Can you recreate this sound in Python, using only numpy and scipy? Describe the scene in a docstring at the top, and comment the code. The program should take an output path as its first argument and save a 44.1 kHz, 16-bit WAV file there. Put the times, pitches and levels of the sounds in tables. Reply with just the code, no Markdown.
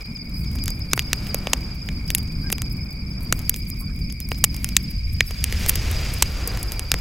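"""In a field at night a tall stack of boards burns close by.
Bursting steam pockets split the wood: shaped noise excites wood modes, and the strongest pops clip.
Flames rumble and flutter as coloured noise; the burning surface roars, crackles, ticks and hisses, and
swells near the end. Steam whistles as gliding tones, and two kinds of cricket sing as short sinking tones."""
import sys
import numpy as np
from scipy import signal
from scipy.fft import rfft, irfft, next_fast_len
from scipy.io import wavfile
from scipy.ndimage import uniform_filter1d

SR = 44100
rng = np.random.default_rng(int(sys.argv[2]) if len(sys.argv) > 2 else 0)


def master_out(mix):
    """Clip the mix to full scale and print it as 16-bit PCM to the path in sys.argv[1]."""
    frames = np.transpose(np.atleast_2d(mix))
    ceiling = np.clip(frames, -1, 1)
    pcm = np.round(ceiling * 32767).astype(np.int16)
    wavfile.write(sys.argv[1], SR, pcm)


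N = 308991
TIME = np.arange(N) / SR

# wood splitting: (time [s], knock level before gain [dB], crack level before gain [dB],
# crack tilt [dB per register], board mode [Hz], splinter mode [Hz], time scale of the split [s])
WOOD_POPS = [(0.5528, -39.5, -44.5, 8.5, 526, 2220, 0.0039), (0.6386, -54, -40.5, 7.5, 440, 12090, 0.00018),
             (0.6583, -58, -37, 6, 470, 6380, 0.00018), (0.68, -35.5, -30, 1.5, 1630, 6380, 0.00068),
             (0.7039, -41, -40, 9, 440, 7280, 0.0012), (0.9328, -19.5, -20.5, -0.5, 1600, 6380, 0.00096),
             (0.9767, -23, -33, -2, 1600, 1880, 0.00076), (0.9931, -37, -23.5, -2, 440, 2860, 0.00035),
             (1.131, -24, -22, -2, 1640, 5800, 0.00045), (1.2685, -51, -43, -3, 610, 2700, 0.00024),
             (1.3447, -22, -26, 3, 523, 12400, 0.00072), (1.4708, -22.5, -33, -6.5, 545, 2700, 0.00056),
             (1.5328, -20.5, -19.5, -2.5, 980, 6550, 0.0013), (1.8878, -40, -38.5, -7, 450, 2350, 0.0011),
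             (2.1035, -36, -26, 1, 570, 2900, 0.00031), (2.1491, -42, -19, 4.5, 1590, 10460, 0.00037),
             (2.183, -58, -34.5, 2.5, 440, 11570, 0.00013), (2.5017, -32, -34.5, 0, 1600, 2060, 0.00025),
             (2.526, -26.5, -23.5, -1, 430, 11700, 0.0013), (2.5826, -43, -38, -0.5, 1050, 2890, 0.00034),
             (2.619, -36.5, -31.5, 2.5, 1260, 7500, 0.0006), (3.325, -18, -20.5, 0.5, 1490, 7000, 0.00078),
             (3.392, -53, -40.5, 4.5, 440, 12360, 0.0004), (3.4945, -40.5, -22.5, 6.5, 1580, 12200, 0.001),
             (3.5418, -42, -34.5, -3, 440, 5950, 0.00088), (3.5614, -53, -39, 4, 470, 12920, 0.0012),
             (3.701, -63, -47, 16, 440, 13500, 0.001), (4.124, -50, -44, 5.5, 440, 10590, 0.0008),
             (4.2026, -48, -38, 5.5, 530, 12640, 0.00063), (4.2886, -51, -46.5, 9.5, 440, 12920, 0.0004),
             (4.317, -25, -36, -8.5, 440, 2530, 0.00053), (4.4398, -22, -15, 3.5, 1140, 7940, 0.0018),
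             (4.445, -43, -24, 3, 1210, 13600, 0.0014), (4.5443, -44, -40, 4, 500, 5470, 0.00089),
             (4.5642, -57, -39.5, 2, 438, 13500, 0.0015), (4.6443, -37, -26, 2, 1610, 9700, 0.0004),
             (4.689, -55, -35, 2, 510, 5360, 0.0013), (4.766, -56, -13, 0, 1600, 6970, 0.00088),
             (5.2063, -26.5, -22, -7.5, 426, 2140, 0.00089), (5.3075, -35, -38, 1.5, 436, 2590, 0.0027),
             (5.441, -43, -22.5, 1, 440, 10200, 0.00067), (5.5249, -32.5, -31, -2, 430, 1990, 0.00074),
             (5.6619, -30.5, -33, 5, 430, 5720, 0.00078), (5.6933, -32, -20, 3.5, 1410, 11800, 0.002),
             (5.7555, -34.5, -27.5, 2, 440, 12600, 0.0019), (5.9122, -48, -39, 10.5, 440, 2220, 0.0023),
             (6.1373, -47, -42, 10.5, 1290, 9200, 0.0033), (6.223, -19.5, -16.5, 2, 1070, 7610, 0.0021),
             (6.4747, -39, -34.5, 10, 440, 12360, 0.0018), (6.573, -37, -38, 0, 1070, 2030, 0.0013),
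             (6.629, -52, -36, 6.5, 450, 11070, 0.002), (6.72, -40, -33, 2, 438, 11830, 0.00018),
             (6.7945, -35, -29.5, 1, 440, 8880, 0.00039), (6.9168, -23.5, -19.5, -0.5, 1600, 4640, 0.00091),
             (6.9408, -24.5, -27.5, -1.5, 470, 1910, 0.0008)]
# edges of the knock register and the three crack registers above it: (frequency [Hz])
REGISTER_EDGES = [230, 1750, 4000, 8000, 16500]
REGISTER_FILTERS = [signal.butter(4, edges, "band", fs=SR, output="sos")
                    for edges in zip(REGISTER_EDGES, REGISTER_EDGES[1:])]


def undb(db):
    """Decibels to amplitude ratio: 20 dB is a factor of ten."""
    return 10 ** (np.asarray(db) / 20)


def curves(table):
    """Level contours: the columns of a table, interpolated linearly in time."""
    s, *columns = np.transpose(table)
    return [np.interp(TIME, s, column) for column in columns]


def unit(x):
    """Normalise the mean power: scale to rms 1."""
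    return x / np.sqrt(np.mean(x ** 2))


def colour(x, points):
    """Spectral shaping: filter a sound by a (frequency [Hz], gain [dB]) contour, at rms 1."""
    hz, db = np.transpose(points)
    size = next_fast_len(N)
    bins = np.maximum(np.fft.rfftfreq(size, 1 / SR), 1)
    gain = undb(np.interp(np.log(bins), np.log(hz), db))
    return unit(irfft(rfft(x, size) * gain, size)[..., :N])


def walk(rate):
    """Slow random modulation: rate random levels per second, smoothed twice, at rms 1."""
    hold = max(int(SR / rate), 1)
    steps = np.repeat(rng.standard_normal(N // hold + 1), hold)
    smooth = uniform_filter1d(uniform_filter1d(steps, hold), hold)
    return unit(smooth[:N])


def add(track, s, sound):
    """Superposition: mix a sound into a track at time s."""
    i = int(s * SR)
    track[..., i:i + sound.shape[-1]] += sound[..., :N - i]


def spread(pair, side_db):
    """Stereo width by sum and difference: two unrelated sounds as mid and side, to left and right."""
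    return pair[0] + undb(side_db) * pair[1] * np.array([[1], [-1]])


def resonance(x, hz, q):
    """One damped mode: a second-order resonator with gain 1 at its centre."""
    return signal.lfilter(*signal.iirpeak(min(hz, .4 * SR), q, SR), x)


def ticks(rate, scatter_db, tail_s):
    """Shot noise: random fractures per second with decaying noise tails, as mid and side sounds."""
    size = undb(scatter_db * np.minimum(rng.exponential(size=N), 3))
    clicks = size * (rng.random(N) < rate / SR)
    energy = signal.lfilter([1], [1, -np.exp(-2 / (tail_s * SR))], clicks ** 2)
    return unit(np.sqrt(energy + 1e-18) * rng.standard_normal((2, N)))


def pops(level_db=0.5, force=1.125, from_db=-26):
    """Impulsive fracture: each pop is a low gas puff and a knock under a tilted crack, straight ahead."""
    # modes of the slats and fibres, rung by every pop beside its own splinter: (frequency [Hz])
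    wood_hz = [2810, 6100, 11660]
    out = np.zeros((2, N))
    t = TIME[:SR // 20]
    puff_hz, puff_s, puff_db = 260, 0.0041, -3.5  # level against the knock level in the table
    puff = np.sin(2 * np.pi * puff_hz * t) * np.exp(-t / puff_s)
    lift_db, lift_growth = 3.5, 0.23  # the splinter's register stands out, more so in hard cracks (dB per dB)
    for s, knock_db, crack_db, tilt_db, board_hz, splinter_hz, split_s in WOOD_POPS:
        own_register = np.arange(len(wood_hz)) == np.searchsorted(REGISTER_EDGES[2:-1], splinter_hz)
        own_lift_db = lift_db + lift_growth * max(crack_db - from_db, 0)
        cracks_db = crack_db + tilt_db * np.array([-1, 0, 1]) + own_lift_db * own_register
        levels_db = np.append(knock_db, cracks_db)
        rings_hz = np.append(board_hz, np.where(own_register, splinter_hz, wood_hz))
        # pops above from_db are expanded
        extra_db = (force - 1) * max(max(levels_db) - from_db, 0)
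        add(out, s, undb(level_db + extra_db) * pop(levels_db, rings_hz, split_s))
        add(out, s, undb(knock_db + puff_db) * puff)
    return out


def pop(levels_db, rings_hz, split_s, kick=1.58, ring_db=4.5, ring_q=3.64, thud_db=4, tail_db=-17,
        side_db=-9, even=0.59):
    """Excitation and resonance: a pressure step and tearing noise ring the wood; the stack scatters it."""
    t = TIME[:SR // 20]
    tear, scatter, sideways = rng.standard_normal((3, len(t)))
    burst = tear * (1 - np.exp(-t / 0.00039)) * np.exp(-(t / (2.05 * split_s)) ** 2)
    burst[8:10] += kick * np.array([2, 1])  # the pressure step
    # the fracture itself is broad and even; the pitch comes from the wood
    spectrum = rfft(burst)
    evened = irfft(spectrum / np.abs(spectrum) ** min(even, 1), len(t))
    burst = evened * np.exp(-(t / (0.0065 + 2 * split_s)) ** 2)
    burst *= np.sqrt(split_s * SR / np.sum(burst ** 2))
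    decay_s = .0028 + split_s / 2
    tail = spread([scatter, sideways], side_db) * undb(tail_db) * np.exp(-t / decay_s)
    burst = burst + tail
    burst = burst + undb(thud_db) * resonance(burst, 340, 0.35)  # the heavy board gives a dull thud
    # each register of the mid sound carries the energy of 5 ms at its level
    span = .005 * SR
    out = 0
    for db, sos, lo, hi in zip(levels_db, REGISTER_FILTERS, REGISTER_EDGES, REGISTER_EDGES[1:]):
        part = signal.sosfilt(sos, burst)
        rings = sum(resonance(part, hz, ring_q) for hz in rings_hz if lo < hz <= hi)
        part = part + undb(ring_db) * rings
        out = out + undb(db) * part * np.sqrt(span / np.sum(part.mean(axis=0) ** 2))
    return out


def flames():
    """Turbulent combustion noise: a deep rumble of the column and flutter of near tongues share gusts."""
    # flames: (time [s], rumble level before gain [dB], flutter level before gain [dB])
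    flame_levels = [(0.0, -43, -57), (0.1, -38, -31.5), (0.23, -46, -36.5), (0.29, -32.5, -35.5),
                    (0.72, -31, -33.5), (4.43, -29.5, -32.5), (4.8, -30.5, -34.5), (4.86, -35, -31.5),
                    (5.01, -23, -39.5), (5.33, -29.5, -35.5), (5.48, -24, -34), (6.89, -28.5, -44.5),
                    (6.95, -22, -33.5), (7.01, -33, -43)]
    # spectrum of the rumble: (frequency [Hz], relative level [dB])
    rumble_colour = [(14, -10), (28, -6), (50, 1), (80, -3), (120, -10), (170, -25), (400, -118)]
    # spectrum of the flutter: (frequency [Hz], relative level [dB])
    flutter_colour = [(80, -6.5), (135, 3.5), (195, 1), (260, -7), (340, -15), (480, -31.5), (1000, -47)]
    rumble_db, flutter_db = curves(flame_levels)
    rumble = colour(rng.standard_normal((2, N)), rumble_colour)
    # level out the noise's own slow swell, so that the contour and the gusts set it
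    rumble /= uniform_filter1d(rumble[0] ** 2, SR // 7) ** .5
    flutter = colour(rng.standard_normal((2, N)), flutter_colour)
    gust_db = 1.5 * walk(9)  # puffs of the draught
    rumble = rumble * undb(rumble_db + gust_db + 3.0)
    flutter = flutter * undb(flutter_db + gust_db + 2.2)
    return spread(rumble, -27) + spread(flutter, -26.5)


def blaze():
    """Modulated noise of burning boards: a flickering roar, dense crackle, steam and ember ticks."""
    # burning surface: (time [s], roar level before gain [dB], crackle level before gain [dB])
    blaze_levels = [(0.0, -54, -62), (0.33, -54, -78), (0.51, -53, -64), (0.96, -52, -67),
                    (1.11, -46.5, -53), (1.44, -44.5, -54), (1.73, -50.5, -59.5), (2.97, -54, -75),
                    (3.41, -48.5, -58), (3.57, -61, -65), (3.9, -60, -75), (4.31, -61, -69),
                    (4.66, -52.5, -53.5), (4.99, -61.5, -60.5), (5.21, -60, -56.5), (5.33, -55, -52),
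                    (5.64, -41, -37.5), (5.76, -42.5, -42.5), (6.07, -39, -40.5), (6.22, -43.5, -44),
                    (6.61, -40, -48.5), (6.81, -44, -52), (7.01, -47, -50.5)]
    # spectrum of the roar: (frequency [Hz], relative level [dB])
    roar_colour = [(200, 7), (400, 3.5), (600, 0.5), (850, -3), (1400, -2.5), (1900, -10), (2800, -15),
                   (6000, -59)]
    # spectrum of the crackle: (frequency [Hz], relative level [dB])
    crackle_colour = [(700, -33), (1600, 2), (2400, 6), (3400, 1), (5500, 0.5), (7000, -3.5), (8200, -7.5),
                      (15000, -28)]
    roar_db, crackle_db = curves(blaze_levels)
    # a late gust feeds the flare; its width is the half-length to 1/e of the lift in dB
    surge_s, surge_width_s, surge_db = 6.46, 0.069, 3.5
    roar_db = roar_db + surge_db * np.exp(-((TIME - surge_s) / surge_width_s) ** 2)
    working = strain()
    flicker_db = 1.0 * walk(16)
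    roar = colour(rng.standard_normal((2, N)), roar_colour)
    roar = roar * undb(roar_db + 5.0 + flicker_db + 0.84 * walk(40))
    crackle = colour(ticks(rate=2400, scatter_db=3.2, tail_s=0.0033), crackle_colour)
    crackle = crackle * undb(crackle_db + 7.0 + flicker_db)
    return spread(roar, -48) + spread(crackle + steam(crackle_db, working) + embers(working), -53)


def strain():
    """Saturating activity of the wood, 0 to 1: high where the pops crowd together."""
    fresh_s = 0.054  # decay to 1/e on either side of a pop, while the wood is strained and open
    return np.tanh(sum(np.exp(-np.abs(TIME - s) / fresh_s) for s, *_ in WOOD_POPS))


def steam(crackle_db, working):
    """Gas-jet noise: the burning surface steams evenly; fresh splits and pockets of sap sputter."""
    # sap boiling out as steam: (time [s], length [s], peak level before sputter [dB])
    sap_spits = [(0.303, 0.19, -44.5), (0.955, 0.033, -32), (1.155, .018, -40), (1.379, 0.011, -39),
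                 (2.172, 0.025, -26), (2.414, .044, -52), (2.512, 0.022, -18), (2.71, 0.033, -47),
                 (3.209, 0.054, -42), (3.34, 0.065, -52), (3.526, 0.088, -43), (3.664, 0.043, -39),
                 (3.772, 0.081, -46), (3.984, .045, -54), (4.301, 0.037, -33), (4.5, 0.26, -49),
                 (4.818, .025, -42), (4.898, 0.024, -39), (5.122, .025, -43.5), (5.25, 0.051, -43),
                 (5.675, 0.032, -20), (6.707, 0.049, -33)]
    # spectrum of the steam: (frequency [Hz], relative level [dB])
    steam_colour = [(3000, -18), (6500, 1), (8500, 14), (12500, 19.5), (15000, 14), (17000, 19)]
    jet = undb(-58.5) * working ** 2  # freshly split wood
    for s, length_s, db in sap_spits:
        add(jet, s, undb(db) * np.hanning(int(length_s * SR)))
    sputter = undb(3.5 * walk(39))
    seep = undb(-68 + 5.5 * walk(55))
    surface = undb(crackle_db - 3.5)  # follows the crackle contour
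    jet = jet * sputter + seep + surface
    grit = ticks(rate=980, scatter_db=4.0, tail_s=.004)
    return colour(grit, steam_colour) * jet


def embers(working):
    """Sparse shot noise, louder while the wood works: dry ticks of boards, fine ticks of charcoal."""
    wood = ticks(rate=18, scatter_db=6.0, tail_s=.004)
    wood = colour(wood, [(500, -6.5), (1500, 0.5), (3000, 1.0), (7000, 2), (9000, -12), (16000, -12)])
    coal = ticks(rate=35, scatter_db=6.0, tail_s=.005)
    coal = colour(coal, [(3000, -4), (6500, -5), (9000, -1.5), (12500, -1), (16000, 3)])
    return wood * undb(-61 + 6 * working) + coal * undb(-57 + 7 * working)


def squeaks(arch=0.075):
    """Pressure-driven whistle: a crack's pitch rises and falls with the steam, and jitter makes it rasp."""
    # steam squeezing through cracks: (time [s], length [s], pitch at full pressure before jitter [Hz],
    # peak level [dB], roughness [0-1])
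    crack_whistles = [(2.426, .078, 1630, -41, .15), (3.72, .032, 1200, -50, .8),
                      (3.797, .055, 1090, -45, .8), (3.875, .06, 1540, -48, .7)]
    out = np.zeros(N)
    for s, length_s, hz, db, rough in crack_whistles:
        pressure = np.sin(np.linspace(0, np.pi, int(length_s * SR)))
        jitter = 0.17 * rough * walk(640)[:len(pressure)]
        pitch = hz * (1 + arch * (pressure - 1) + jitter)
        phase = 2 * np.pi * np.cumsum(pitch) / SR
        add(out, s, undb(db) * pressure * np.sin(phase))
    return out


def night():
    """Superposed distant sources: high field crickets, tree crickets an octave lower, and faint air."""
    # field cricket chorus: (time [s], level before gain [dB])
    chorus_levels = [(0.0, -42), (0.98, -40.5), (1.97, -43.5), (2.46, -41), (2.65, -44), (3.86, -44.5),
                     (5.8, -43), (7.01, -42.5)]
    # spectrum of the night air over the grass: (frequency [Hz], relative level [dB])
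    air_colour = [(200, -5.5), (700, -18.5), (1500, -28), (2300, -0.5), (3000, -25.5), (4000, -21),
                  (6000, -24.5), (16000, -29)]
    chorus_db, = curves(chorus_levels)
    near = crickets(hz=4900, pitch_spread=.04, rate=28, stroke_s=.027, glide=.115, scatter_db=0.9, turn=3.0)
    far = crickets(hz=4876, pitch_spread=0.06, rate=350, stroke_s=0.0181, glide=0.067, scatter_db=-0.3,
                   turn=2.5)
    tree = crickets(hz=2311, pitch_spread=0.059, rate=440, stroke_s=.015, glide=0.05, scatter_db=-2.0,
                    turn=2.87)
    air = colour(rng.standard_normal((2, N)), air_colour)
    field = (near * undb(-1.0) + far * undb(-0.65)) * undb(chorus_db)
    return field + tree * undb(-48.0) + spread(air, 2.7) * undb(-54)


def crickets(hz, pitch_spread, rate, stroke_s, glide, scatter_db, turn):
    """Stridulation: random wing strokes, each a short tone that sinks as the scraper slows."""
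    out = np.zeros((2, N))
    for when, bearing, detune, pace, sag, chance in rng.random((int(rate * N / SR), 6)):
        along = np.linspace(0, 1, int(stroke_s * (.5 + pace) * SR))
        pitch = hz * (1 + pitch_spread * (2 * detune - 1) + glide * (.5 + sag) * (.5 - along))
        phase = 2 * np.pi * np.cumsum(pitch) / SR
        size = undb(scatter_db * min(-np.log(chance), 3.5))
        # the bearing puts the tone out of step between left and right (turn in rad)
        offset = turn * (bearing - .5) * np.array([[1], [-1]])
        add(out, when * N / SR, size * np.sin(np.pi * along) ** 2 * np.sin(phase + offset))
    return out / np.std(out.mean(axis=0))


def scene():
    """Linear superposition: the fire in front, the crickets all around."""
    return pops() + flames() + blaze() + squeaks() + night()


def record(dry):
    """Overload and band limit: the level dips briefly at the start, peaks clip, and the top is cut."""
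    dip_db = np.interp(TIME, [.03, .038, .06, .066], [3.0, -11, 3.0, -1.5])
    clipped = np.clip(dry * undb(dip_db), -1, 1)
    top_cut = signal.ellip(8, .2, 70, 15750, fs=SR, output="sos")  # low-pass edge in Hz
    return signal.sosfilt(top_cut, clipped)


dry = scene()
out = record(dry)
master_out(out)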